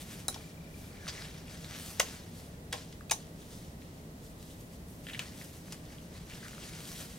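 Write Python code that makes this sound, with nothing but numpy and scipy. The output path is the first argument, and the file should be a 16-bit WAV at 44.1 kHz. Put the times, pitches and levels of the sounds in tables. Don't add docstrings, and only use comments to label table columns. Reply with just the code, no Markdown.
import sys
import numpy as np
from scipy import signal
from scipy.fft import rfft, irfft, next_fast_len
from scipy.io import wavfile
from scipy.ndimage import uniform_filter1d

SR = 44100
rng = np.random.default_rng(int(sys.argv[2]) if len(sys.argv) > 2 else 0)


def persist_wave(psi):
    counts = np.round(np.clip(psi, -1, 1) * 32767).astype(np.int16)
    wavfile.write(sys.argv[1], SR, np.atleast_2d(counts).T)


def ratio(d):
    e = np.asarray(d, float) / 20
    return 10 ** e


N = 316638


def evened(x):
    return x / np.sqrt(np.mean(x ** 2) + 1e-20)


def read(points, hz):
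    f, value = np.transpose(points)
    return np.interp(np.log(hz + 1), np.log(f + 1), value)


def add(mix, s, sound):
    part = mix[round(s * SR):][:len(sound)]
    part += sound[:len(part)]


def band(x, lo_hz, hi_hz, order):
    sos = signal.butter(order, [lo_hz, hi_hz], "bandpass", fs=SR, output="sos")
    y = signal.sosfilt(sos, x)
    return y / abs(y).max()


def diffuse(pair, size):
    # (frequency [Hz], likeness [-1 to 1])
    likeness = [(60, 1), (130, 0.99), (290, 0.92), (640, 0.61), (1410, -0.52), (3100, 0.05), (6820, -0.039),
                (15000, 1)]
    hz, t, (a, b) = signal.stft(pair, SR, nperseg=size)
    same = np.clip(read(likeness, hz), -1, 1)[:, None]
    return hz, t, np.array([a, same * a + np.sqrt(1 - same ** 2) * b])


def air():
    # (frequency [Hz], level per Hz [dB])
    air_curve = [(12, -42), (20, -6.5), (68, 0), (158, -3), (260, -5), (354, -11), (618, -15), (772, -18.5),
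                 (1510, -25), (1780, -26), (2290, -27.5), (5440, -30.5), (7190, -31), (9240, -33),
                 (15700, -37.5)]
    # (frequency [Hz], width [Hz], boost or cut [dB])
    ducts = [(37.7, 11.3, -8.5), (54, 17, 1.5), (84.6, 16, 0.5), (165.2, 12, 11), (449, 53, 2.5),
             (626, 63, 2.5), (1950, 230, 4.5)]
    level_db = -47.5
    hz, t, z = diffuse(rng.standard_normal((2, N)), size=4096)
    ducts_db = sum(db / (1 + (2 * (hz - f) / width) ** 2) for f, width, db in ducts)
    z = z * ratio(read(air_curve, hz) + ducts_db)[:, None]
    noise = signal.istft(z, SR, nperseg=4096)[1][:, :N]
    return ratio(level_db) * evened(noise)


def high_whine():
    whine_hz, whine_db = 15734, -83
    return ratio(whine_db) * np.sin(2 * np.pi * whine_hz * np.arange(N) / SR)


def zoom_motor():
    # (time [s], level [dB])
    tick_levels = [(.2, -58), (.4, -50), (.6, -51), (.75, -52), (1.05, -52), (1.5, -56), (1.7, -70)]
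    first_s, steps_per_s, ring_hz, peak_s = .2065, 29.97, 2370, .003
    at = np.arange(first_s, tick_levels[-1][0], 1 / steps_per_s)
    levels_db = np.interp(at, *np.transpose(tick_levels)) + 1.5 * rng.standard_normal(len(at))
    t = np.arange(900) / SR
    ring = np.sin(2 * np.pi * ring_hz * t) * t / peak_s * np.exp(1 - t / peak_s)
    out = np.zeros(N)
    for s, db in zip(at, levels_db):
        add(out, s, ratio(db - 3.5) * ring)
    return np.array([1.4 * out, -.2 * out])


def ward(x):
    # (frequency [Hz], time [s])
    fading = [(300, 0.2), (700, 0.16), (1700, 0.14), (4600, 0.15), (12000, 0.18)]
    # (delay [ms], level [dB])
    echoes = [
        (3.4, -21),
        (7.5, -15),
        (12.5, -32),
        (18, -23.5),
        (27, -32),
    ]
    taps = np.zeros((2, SR // 2))
    slots = np.arange(300, SR // 2 - 20, 20)
    at = slots + rng.integers(0, 20, (2, len(slots)))
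    np.put_along_axis(taps, at, rng.choice([-1., 1.], at.shape), 1)
    hz, t, z = diffuse(taps, size=256)
    z = z * ratio(-60 * t / read(fading, hz)[:, None])
    tail = signal.istft(z, SR, nperseg=256)[1]
    tail = ratio(-8.0) * tail / np.linalg.norm(tail[0])
    for k, (ms, db) in enumerate(echoes):
        at_ports = np.array([[1, 0], [0.025, (-1) ** k]])
        tail[:, round(ms * SR / 1000) + np.array([0, 9])] += ratio(db) * at_ports
    return signal.fftconvolve(x[None], tail, axes=1)[:, :N]


def ports(x):
    # (frequency [Hz], phase [radians])
    lead = [(0, -0.8), (1210, 1.2), (2840, 0.79), (5770, 0.48), (7410, 1.37), (10400, -1.3), (12400, -0.61),
            (16500, -0.087)]
    # (frequency [Hz], level [dB])
    left_extra = [(60, 0), (550, 0), (1500, 1.5), (3100, 1.5), (7000, 2), (11000, .5), (15000, 0)]
    size = next_fast_len(N)
    hz = np.fft.rfftfreq(size, 1 / SR)
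    step = ratio(read(left_extra, hz) / 2) * np.exp(.5j * read(lead, hz))
    return irfft(rfft(x, size) * np.array([step, 1 / step]), size)[:, :N]


def strokes(t, low, high):
    # (peak time [s], level [dB], rise [ms], fall [ms], brightness [dB])
    first_glove = [(.005, -52.5, 30, 47, 5), (.115, -52, 74, 61, 2.5), (.2, -54.5, 53, 49, 3.5),
                   (.37, -54.5, 88, 144, 1), (.65, -62.5, 60, 71, -8), (.8, -58.5, 90, 130, 5),
                   (.98, -59.5, 130, 60, -11), (1.11, -52, 96, 140, -3), (1.23, -49.5, 150, 72, -3),
                   (1.36, -56, 80, 100, -3.5), (1.52, -53, 58, 160, -1), (1.64, -54.5, 59, 90, -1),
                   (1.761, -47, 74, 37, -4.5), (1.87, -48.5, 110, 104, 6), (2.05, -47, 85, 145, -1),
                   (2.16, -59, 60, 29, 2), (2.39, -57, 85, 90, 4.5), (2.52, -64, 50, 70, -5)]
    picking_up = [(2.76, -51, 30, 120, -4), (2.93, -63, 30, 50, -17), (3.17, -56.5, 40, 107, -2),
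                  (3.42, -59, 50, 50, 2), (3.53, -55, 69, 80.4, 2.5), (3.62, -59.5, 50, 96, 2),
                  (3.83, -62, 30, 60, -3), (3.95, -65.5, 80, 100, 0), (4.25, -62.5, 50, 90, 6),
                  (4.41, -60, 30, 70, 5), (4.51, -58.5, 60, 60, 3.5), (4.61, -62.5, 30, 40, 9),
                  (4.74, -63.5, 70, 50, 6), (4.91, -65.5, 40, 90, 12)]
    second_glove = [(5.1, -56, 70, 80, 4), (5.22, -51.5, 71.5, 128, -1.5), (5.42, -54, 90, 90, 5.5),
                    (5.56, -57, 70, 80, 6), (5.71, -55.5, 60, 90, 1), (5.92, -57.5, 70, 80, -0.5),
                    (6.04, -61, 50, 40, 2), (6.165, -55, 60, 70.4, -2.5), (6.34, -52.5, 80, 113, -0.5),
                    (6.5, -53.5, 102, 103, -0.5), (6.65, -50.5, 84, 80, 0.5), (6.76, -50.5, 70, 100, 0),
                    (6.9, -50.5, 100, 80, 4.5), (7.01, -48, 90, 61, 4), (7.12, -55.5, 60, 110, 3)]
    folds = [
        0.5,
        -4.5,
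        0.5,
    ]
    drop_db, bend = 8.5, 1.53
    dulling = 0.27
    power = 0
    for task, folds_db in zip((first_glove, picking_up, second_glove), folds):
        for s, db, rise_ms, fall_ms, bright_db in task:
            away = np.maximum((s - t) / rise_ms, (t - s) / fall_ms) * 1000
            colour_db = low * (folds_db - dulling * bright_db) + high * bright_db
            power = power + ratio(db - drop_db * away ** bend + colour_db) ** 2
    return np.sqrt(power)


def rustle():
    # (frequency [Hz], level per Hz [dB])
    film = [(410, -6.5), (700, -4), (873, -6), (1720, -1), (2440, -3), (3250, -2), (5920, -3), (7290, -5.5),
            (11500, -10.5), (15700, -20)]
    crinkles_per_s = 2500
    sizes = ratio(3.5 * np.minimum(rng.exponential(1, N), 5)) * rng.standard_normal(N)
    crinkles = evened(sizes * (rng.random(N) < crinkles_per_s / SR))
    rubbing = .55 * crinkles + .9 * rng.standard_normal(N)
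    hz, t, z = signal.stft(rubbing, SR, nperseg=256, noverlap=192)
    octave = np.log2(hz + 1)[:, None]
    low = np.clip((np.log2(3000) - octave) / 0.39, 0, 1)
    high = np.clip((octave - np.log2(5000)) / 1.24, 0, 1.8)
    patches = uniform_filter1d(rng.standard_normal(z.shape), 5, axis=0)
    patches = evened(uniform_filter1d(patches, 20, axis=1))
    grips = evened(uniform_filter1d(rng.standard_normal(len(t)), 10))
    colour_db = read(film, hz)[:, None] + 1.27 * patches + 1.15 * grips
    z = z * ratio(colour_db) * strokes(t, low, high)
    return ratio(7) * signal.istft(z, SR, nperseg=256, noverlap=192)[1][:N]


def drags():
    # (time [s], length [s], level [dB], lowest [Hz], highest [Hz])
    drag_list = [(0.982, 0.1, -58, 1460, 1780), (1.141, 0.063, -52.5, 1590, 2380),
                 (1.078, 0.031, -44.5, 1500, 6400), (2.724, 0.045, -50.5, 1690, 3570),
                 (5.067, .018, -52, 1710, 3200), (5.083, 0.038, -48, 1600, 3260),
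                 (5.721, 0.02, -50, 800, 8040), (5.117, 0.055, -49, 1500, 3400),
                 (5.19, 0.047, -48, 1270, 2670), (6.291, .06, -54.5, 2100, 3150),
                 (6.415, 0.081, -53.5, 1250, 1900), (6.597, 0.06, -55, 2680, 3440),
                 (6.856, 0.04, -56, 2580, 3220)]
    out = np.zeros(N)
    for s, length_s, db, lo_hz, hi_hz in drag_list:
        noise, jerks = rng.standard_normal((2, 8192))
        grip = noise * ratio(3.5 * evened(uniform_filter1d(jerks, 130)))
        sound = evened(band(grip, lo_hz, hi_hz, order=3))[:round(length_s * SR)]
        swell = signal.windows.tukey(len(sound), .6)
        add(out, s, ratio(db) * sound * swell)
    return out


def crack(peak_db, lo_hz, hi_hz, thump_db, dies_ms):
    noise = rng.standard_normal(2048)
    t = np.arange(len(noise)) / SR
    slips = noise + 4.0 * (t == 0)
    burst = slips * ratio(-60 * t / (dies_ms / 1000))
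    slow = slips * ratio(-60 * t / (dies_ms / 500))
    thump = ratio(thump_db) * band(slow, 440, 1550, order=2)
    rough = burst * np.sign(noise[::-1])
    sizzle = ratio(-11) * band(rough, .9 * hi_hz, min(2.5 * hi_hz, 15500), order=1)
    return ratio(peak_db) * (band(burst, lo_hz, hi_hz, order=3) + thump + sizzle)


def rings():
    # (time [s], peak level [dB], pitch [Hz], dying time [ms])
    ring_list = [(0.2833, -28, 3950, 12), (.285, -36, 1300, 16), (1.9975, -23, 600, 9),
                 (2.003, -30, 1170, 14), (2.003, -33, 880, 14), (2.735, -41, 560, 50),
                 (3.0965, -37, 2600, 16), (3.112, -37, 432, 22), (3.112, -31, 610, 22),
                 (3.116, -33, 880, 18), (3.128, -39, 3870, 28), (1.9975, -22, 6500, 6),
                 (3.1112, -22, 6700, 6), (3.1172, -21, 6000, 6), (3.1155, -34, 780, 20)]
    width_hz = 260
    out = np.zeros(N)
    for s, db, hz, ms in ring_list:
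        add(out, s, crack(db, hz - width_hz / 2, hz + width_hz / 2, -24, ms))
    return out


def pops():
    # (time [s], peak level [dB], pitch [Hz])
    pop_list = [(1.1794, -28, 2210), (1.2216, -22, 3830), (1.2526, -25.5, 2200), (1.4815, -32, 3280),
                (1.6452, -26.5, 3180), (1.7469, -33, 3100), (1.9394, -46, 3020), (3.4181, -37.5, 3050),
                (3.8207, -37, 3150), (4.3989, -44, 5840), (4.6694, -44, 5850), (5.2194, -35, 2400),
                (5.4136, -29, 1750), (5.682, -34.5, 1950), (5.9045, -37, 1730), (5.9843, -32, 3280),
                (6.3215, -30, 1950), (6.4298, -34, 1470), (6.4637, -29, 1590), (6.5096, -34, 1980),
                (6.5321, -33, 1600), (6.5799, -31, 1700), (6.7351, -28, 2650), (6.8894, -28, 4530),
                (7.0044, -39, 6030)]
    out = np.zeros(N)
    for s, db, hz in pop_list:
        add(out, s, crack(db - 9.5, hz / 1.48, hz * 1.3, thump_db=-14, dies_ms=7))
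    return out


def slaps():
    # (time [s], peak level [dB], pitch [Hz], dying time [ms])
    slap_list = [(.361, -36, 900, 28), (1.068, -35, 1610, 7), (2.0008, -13, 2200, 9),
                 (2.005, -27, 1350, 18), (2.013, -26.5, 4500, 49), (2.713, -50, 3900, 5),
                 (2.722, -43, 3500, 12), (2.739, -35, 4300, 71), (2.726, -29.5, 1280, 42),
                 (2.729, -25, 2920, 16), (2.735, -33, 1700, 18), (2.7385, -35, 700, 90),
                 (3.0087, -40, 1250, 16), (3.1124, -19.5, 2500, 27), (3.119, -35, 800, 22),
                 (3.124, -32, 7460, 54), (5.068, -32, 2190, 4.6), (5.071, -38.5, 2460, 12),
                 (5.086, -35, 2400, 19), (5.098, -35.5, 2270, 25), (5.134, -31, 2700, 14),
                 (5.1395, -38, 2900, 8), (5.147, -30.5, 2100, 11), (5.151, -38, 2600, 16),
                 (5.176, -46, 1900, 12), (5.1931, -21, 2050, 5), (5.1955, -27.5, 2500, 40)]
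    spread = 1.45
    out = np.zeros(N)
    for s, db, hz, ms in slap_list:
        add(out, s, crack(db, hz / spread, hz * spread, -20, ms))
    return out


def cuff_snaps():
    # (time [s], peak level [dB], lowest [Hz], highest [Hz], loss per flap [dB])
    snap_list = [(0.2824, -15.5, 4330, 10300, 10), (.3437, -31, 1500, 6550, 5),
                 (1.0792, -27, 1520, 6100, .1), (1.9974, -12.5, 2500, 9000, 7),
                 (1.9997, -12, 3600, 8800, 12), (2.7266, -23.5, 1100, 9700, 3.5),
                 (2.9264, -41, 900, 7000, 12), (3.097, -30.5, 3180, 7700, 14),
                 (3.1106, -16.5, 4800, 10300, .1), (5.1929, -28, 2000, 7500, 8),
                 (5.7239, -26.5, 890, 9200, 8)]
    flap_s = 0.0036
    out = np.zeros(N)
    for s, db, lo_hz, hi_hz, loss_db in snap_list:
        for k in range(3):
            flap = crack(db - k * loss_db, lo_hz, hi_hz, thump_db=-13, dies_ms=13.5)
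            add(out, s + k * flap_s, flap)
    return out


def scene():
    background = air() + high_whine() + zoom_motor()
    gloves = rustle() + drags() + rings() + pops() + slaps() + cuff_snaps()
    return background + ward(gloves) + ports(gloves)


def roll_off(x):
    return signal.sosfilt(signal.butter(12, 16990, fs=SR, output="sos"), x)


def record(dry):
    edge_hz = 15900
    limit = signal.firwin(401, edge_hz, window=("kaiser", 8), fs=SR)
    mix = signal.oaconvolve(dry, limit[None], "same", axes=1)
    return roll_off(mix)


dry = scene()
out = record(dry)
persist_wave(out)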